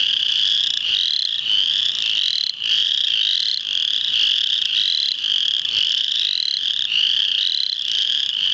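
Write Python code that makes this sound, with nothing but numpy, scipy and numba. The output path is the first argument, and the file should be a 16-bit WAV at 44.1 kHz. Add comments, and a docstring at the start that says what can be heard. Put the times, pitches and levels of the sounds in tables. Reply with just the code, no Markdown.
"""From the start, small frogs trill round a woodland pool over a distant din and a faint rumble of air.
Each call is a comb-like run of dry clicks that slows, swells and climbs; trunks scatter the clicks.
Near 1 s the nearest frog joins, then calls about once a second; gain control ducks under it.
At 1.5 s comes one faint tick. Near calls and waves of far answers overlap to the end at 8.5 s."""
import sys
import numpy as np
from scipy import signal
from scipy.fft import rfft, irfft, next_fast_len
from scipy.io import wavfile
from scipy.ndimage import uniform_filter1d
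from numba import njit

SR = 44100
rng = np.random.default_rng(int(sys.argv[2]) if len(sys.argv) > 2 else 0)


def int16_out(signal):
    """Quantize to a 16-bit WAV file."""
    q = np.round(np.clip(np.atleast_2d(signal).T, -1, 1) * 32767)
    wavfile.write(sys.argv[1], SR, q.astype(np.int16))


N = 376173

# voice: level/dB, first f/Hz, last f/Hz, swell/dB, overtones/dB, upper re lower overtone/dB, tail/dB
NEAR_VOICES = {"nearest": (3.5, 3679.5, 4077.5, 7, -17, -10, -24),
               "harsh": (-4, 3059.5, 3519.5, 3, -6.5, -11.5, -17.5),
               "steady": (1, 3128, 3289.5, 7, -13, -5, -22.5),
               "high": (-4.5, 3100, 3679.5, 9, -15.5, -12.5, -9.5),
               "middle": (-5.5, 2880.5, 3402.5, 4.5, -15.5, -8.5, -18),
               "low": (-2, 2922, 3143.5, 5.5, -17.5, -9.5, -17)}
# start t/s, end t/s, voice, last click gap/ms, effort/dB
NEAR_TRILLS = [(-.19, .206, "middle", 36, -2), (-.1, .294, "low", 32.5, -2), (.28, .775, "harsh", 35, 0),
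               (.31, .772, "middle", 33, 1), (.84, 1.343, "middle", 34.5, -1),
               (.94, 1.252, "nearest", 29.8, 0), (1.0, 1.383, "high", 33, -3),
               (1.46, 1.895, "middle", 32.5, 1), (1.58, 2.1, "harsh", 38, -4),
               (1.98, 2.442, "steady", 28, -4), (2.16, 2.496, "nearest", 28.9, -1),
               (2.63, 3.083, "harsh", 36, -1), (2.64, 3.047, "high", 33, 0), (2.68, 3.12, "middle", 35, -1),
               (3.06, 3.575, "middle", 34.5, -3), (3.2, 3.574, "nearest", 29.8, .5),
               (3.6, 3.963, "steady", 28.5, 0), (3.76, 4.082, "high", 35, 0),
               (4.12, 4.53, "steady", 29, -2), (4.15, 4.561, "high", 30, -1),
               (4.15, 4.656, "harsh", 38.5, 0), (4.3, 4.816, "low", 40, -3),
               (4.64, 5.086, "middle", 32, -2), (4.75, 5.118, "nearest", 29.6, -1.5),
               (5.2, 5.596, "steady", 29, .5), (5.27, 5.69, "middle", 36, -3.5),
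               (5.71, 6.197, "harsh", 39, 1), (5.77, 6.16, "low", 39, 1), (5.74, 6.17, "high", 30, -1.5),
               (6.17, 6.57, "nearest", 29.4, .5), (6.46, 6.853, "steady", 30, -1),
               (6.48, 6.842, "high", 34, -3), (6.93, 7.241, "middle", 36, 2),
               (6.92, 7.358, "low", 32.5, -.5), (7.35, 7.673, "low", 28.5, 0),
               (7.38, 7.729, "nearest", 32, 2), (7.63, 8.022, "harsh", 35.5, 1),
               (7.86, 8.3, "middle", 35, 0), (7.87, 8.292, "steady", 29.5, 0),
               (8.29, 8.659, "middle", 28, -1)]


def near_frogs():
    """Each voice has its own pitch climb, brightness and place among the trunks."""
    out = np.zeros(N)
    for voice, (db, first_hz, last_hz, swell_db, overtone_db, upper_db, tail_db) in NEAR_VOICES.items():
        track = np.zeros(N)
        for start_s, end_s, caller, last_gap_ms, effort_db in NEAR_TRILLS:
            if caller == voice:
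                add_trill(track, start_s, end_s, last_gap_ms, first_hz, last_hz,
                          db + effort_db, swell_db, overtone_db, upper_db)
        out += trunks(track, tail_db)
    return out


def add_trill(track, start_s, end_s, last_gap_ms, first_hz, last_hz, db, swell_db, overtone_db, upper_db,
              first_gap_ms=18.1, slowing_clicks=8.0, sac_fill_s=.04, count=24):
    """As the frog squeezes harder, its clicks spread out, get louder and climb."""
    from_last = np.arange(count - 1)
    gaps_ms = first_gap_ms + (last_gap_ms - first_gap_ms) * np.exp(-(from_last / slowing_clicks) ** 2)
    times_s = end_s - np.r_[0, np.cumsum(gaps_ms)] / 1000
    remaining = np.clip((end_s - times_s) / (end_s - start_s), 0, 1)
    pitch_jitter, jitter_db = rng.standard_normal((count, 2)).T
    hz = (last_hz + (first_hz - last_hz) * remaining ** 1.85) * (1 + .004 * pitch_jitter)
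    sac_fill = (times_s >= start_s) * (1 - .5 * np.exp(-abs(times_s - start_s) / sac_fill_s))
    gain = sac_fill * undb(db - swell_db * remaining ** 1.8 + jitter_db)
    reflection_db = -7.5 - max(db, -3)  # louder = closer = drier
    clicks = perch(larynx_clicks(hz, overtone_db, upper_db), reflection_db)
    for onset_s, click in zip(times_s, gain[:, None] * clicks):
        add(track, click, onset_s - .0014)


# click partials, sac favours the second: f/larynx pitch, base level/dB, base rise t/ms
SAC_PARTIALS = [(1, -23, 1.2), (2, 0, 1.65)]
# partials scaled by the snap: same columns
SNAP_PARTIALS = [(2.971, -1.2, 0.69), (3.921, -1.5, 0.66)]


def larynx_clicks(hz, overtone_db, upper_db, sag_ms=.93, rasp_db=-14, rasp_ms=.91):
    """The larynx snaps, the sac rings; a harder snap is brighter, shorter and sags more. One row each."""
    t_ms = np.arange(SR // 80) / SR * 1000
    jitter = rng.standard_normal((len(hz), 2))
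    snap = undb(overtone_db + 1.5 * jitter[:, :1])
    stretch = np.exp(.08 * jitter[:, 1:] - .6 * snap)
    larynx_hz = hz[:, None] / 2 * (1 + .07 * snap * np.exp(-t_ms / sag_ms))
    phase = 2 * np.pi * np.cumsum(larynx_hz, axis=1) / SR
    out = snap * undb(rasp_db) * rng.standard_normal(phase.shape) * np.exp(-t_ms / rasp_ms)
    gains = (1, 1, snap, snap * undb(upper_db))
    for (multiple, db, rise_ms), gain in zip(SAC_PARTIALS + SNAP_PARTIALS, gains):
        age = t_ms / (rise_ms * stretch)
        envelope = (age * np.exp(1 - age)) ** 2
        offset_rad = rng.uniform(0, 2 * np.pi, (len(hz), 1))
        out += gain * undb(db) * envelope * np.sin(multiple * phase + offset_rad)
    return out


# throat and sac response: f/Hz, level/dB
THROAT_RESPONSE = [(600, 1), (1250, -11.5), (1750, 2), (2300, -0.5), (3000, -2.5), (4200, 1), (6500, -2),
                   (8000, -2)]


def throat(x):
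    """Throats and sacs colour the calls."""
    return colour(x, THROAT_RESPONSE)


# waves of answers round the bank: t/s, level/dB
ANSWER_WAVES = [(-.2, -12.5), (0.17, -7), (.78, -6.5), (1.38, -14), (1.93, -9), (2.5, -5.5), (3.04, -4),
                (3.58, -12), (4.041, -8.5), (4.53, -7), (5.04, -9), (5.66, -7.5), (6.151, -8), (6.84, -6.5),
                (7.22, -7.5), (7.72, -11.5), (8.299, -11)]


def far_frogs(per_wave=4, max_delay_s=.14, length_s=.49, last_gap_ms=33, first_hz=2872, last_hz=3290):
    """One frog sets off its neighbours, each with its own size, pace and distance."""
    track = np.zeros(N)
    for wave_s, db in ANSWER_WAVES:
        for size, pace, distance in rng.standard_normal((per_wave, 3)):
            start_s = wave_s + rng.uniform(0, max_delay_s)
            pitch, stretch = 1 + .025 * size, 1 + .06 * pace
            add_trill(track, start_s, start_s + length_s * stretch, last_gap_ms * stretch,
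                      first_hz * pitch, last_hz * pitch, db + 2 * distance,
                      swell_db=5.5, overtone_db=-13, upper_db=-9.5)
    return track


def perch(clicks, db, decay_s=.0028):
    """Quick reflections off water and logs round the frog."""
    t = np.arange(SR // 120) / SR
    scatter = rng.standard_normal(len(t)) * np.exp(-t / decay_s) * (t > .0006)
    response = (t == 0) + undb(db) * scatter / np.linalg.norm(scatter)
    return signal.fftconvolve(clicks, response[None], axes=1)


def trunks(x, tail_db, t60_s=.62):
    """Trunks scatter the sound into a thin tail."""
    t = np.arange(SR * 3 // 4) / SR
    tail = rng.standard_normal(len(t)) * undb(-60 * t / t60_s) * (t > .008)
    return x + undb(tail_db) * signal.fftconvolve(x, tail / np.linalg.norm(tail))[:N]


def tick(start_s=1.515, decay_s=.0015):
    """One faint dry tick close by."""
    track, t = np.zeros(N), np.arange(SR // 50) / SR
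    add(track, undb(-23) * rng.standard_normal(len(t)) * np.exp(-t / decay_s), start_s)
    return track


# furthest frogs: f/Hz, relative density/dB
DIN_SPECTRUM = [(600, -46.5), (1200, -16.5), (1700, -26), (2300, -21), (3000, 11.5), (4000, -20),
                (5000, -35.5), (7000, -24), (11000, -71.5)]


def din():
    """The furthest frogs blur into steady noise near 3 kHz."""
    return noise(DIN_SPECTRUM, rms_db=-26)


# moving air: f/Hz, relative density/dB
AIR_SPECTRUM = [(15, -24.5), (25, -8), (96, -1), (199, -4.5), (260, -3.5), (387, -9.5), (514, -11),
                (854, -14.5), (1100, -21), (1430, -36), (2420, -120)]


def air():
    """Faint rumble of moving air."""
    return noise(AIR_SPECTRUM, rms_db=-49.5)


def undb(db):
    """Decibels to gain."""
    return 10 ** (np.asarray(db) / 20)


def add(track, sound, start_s):
    """Mix in a sound, dropping what falls outside the track."""
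    i = int(start_s * SR)
    lo, hi = max(i, 0), min(i + len(sound), N)
    if hi > lo:
        track[lo:hi] += sound[lo - i:hi - i]


def colour(x, spectrum):
    """Filter by (f/Hz, level/dB) points."""
    hz, gain_db = np.transpose(spectrum)
    size = next_fast_len(N + SR // 10)
    bins_hz = np.maximum(np.fft.rfftfreq(size, 1 / SR), 1)
    gain = undb(np.interp(np.log(bins_hz), np.log(hz), gain_db))
    return irfft(rfft(x, size) * gain, size)[:N]


def noise(spectrum, rms_db):
    """Steady coloured noise."""
    x = colour(rng.standard_normal(N), spectrum)
    return x * undb(rms_db) / x.std()


@njit
def follow_peaks(x, attack, release):
    """Peak envelope; coefficients per sample."""
    out, level = np.empty(len(x)), 0.
    for i in range(len(x)):
        level += (abs(x[i]) - level) * (attack if abs(x[i]) > level else release)
        out[i] = level
    return out


def scene():
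    """Near and far frogs, tick, din and air; mono."""
    frogs = near_frogs() + trunks(far_frogs(), tail_db=-11)
    return (throat(frogs) + tick() + din() + air())[None]


def record(dry, threshold_db=-9, attack_s=.00013, release_s=.13, soft_hz=7140, top_hz=8600):
    """Gain control holds down the peaks; the microphone softens and cuts the top."""
    envelope = follow_peaks(dry[0], 1 / (1 + attack_s * SR), 1 / (1 + release_s * SR))
    held = dry / np.maximum(uniform_filter1d(envelope, SR // 300) / undb(threshold_db), 1)
    soft = signal.sosfilt(signal.butter(7, soft_hz, fs=SR, output="sos"), held)
    return signal.sosfilt(signal.ellip(8, .2, 80, top_hz, fs=SR, output="sos"), soft)


dry = scene()
out = record(dry)
int16_out(out)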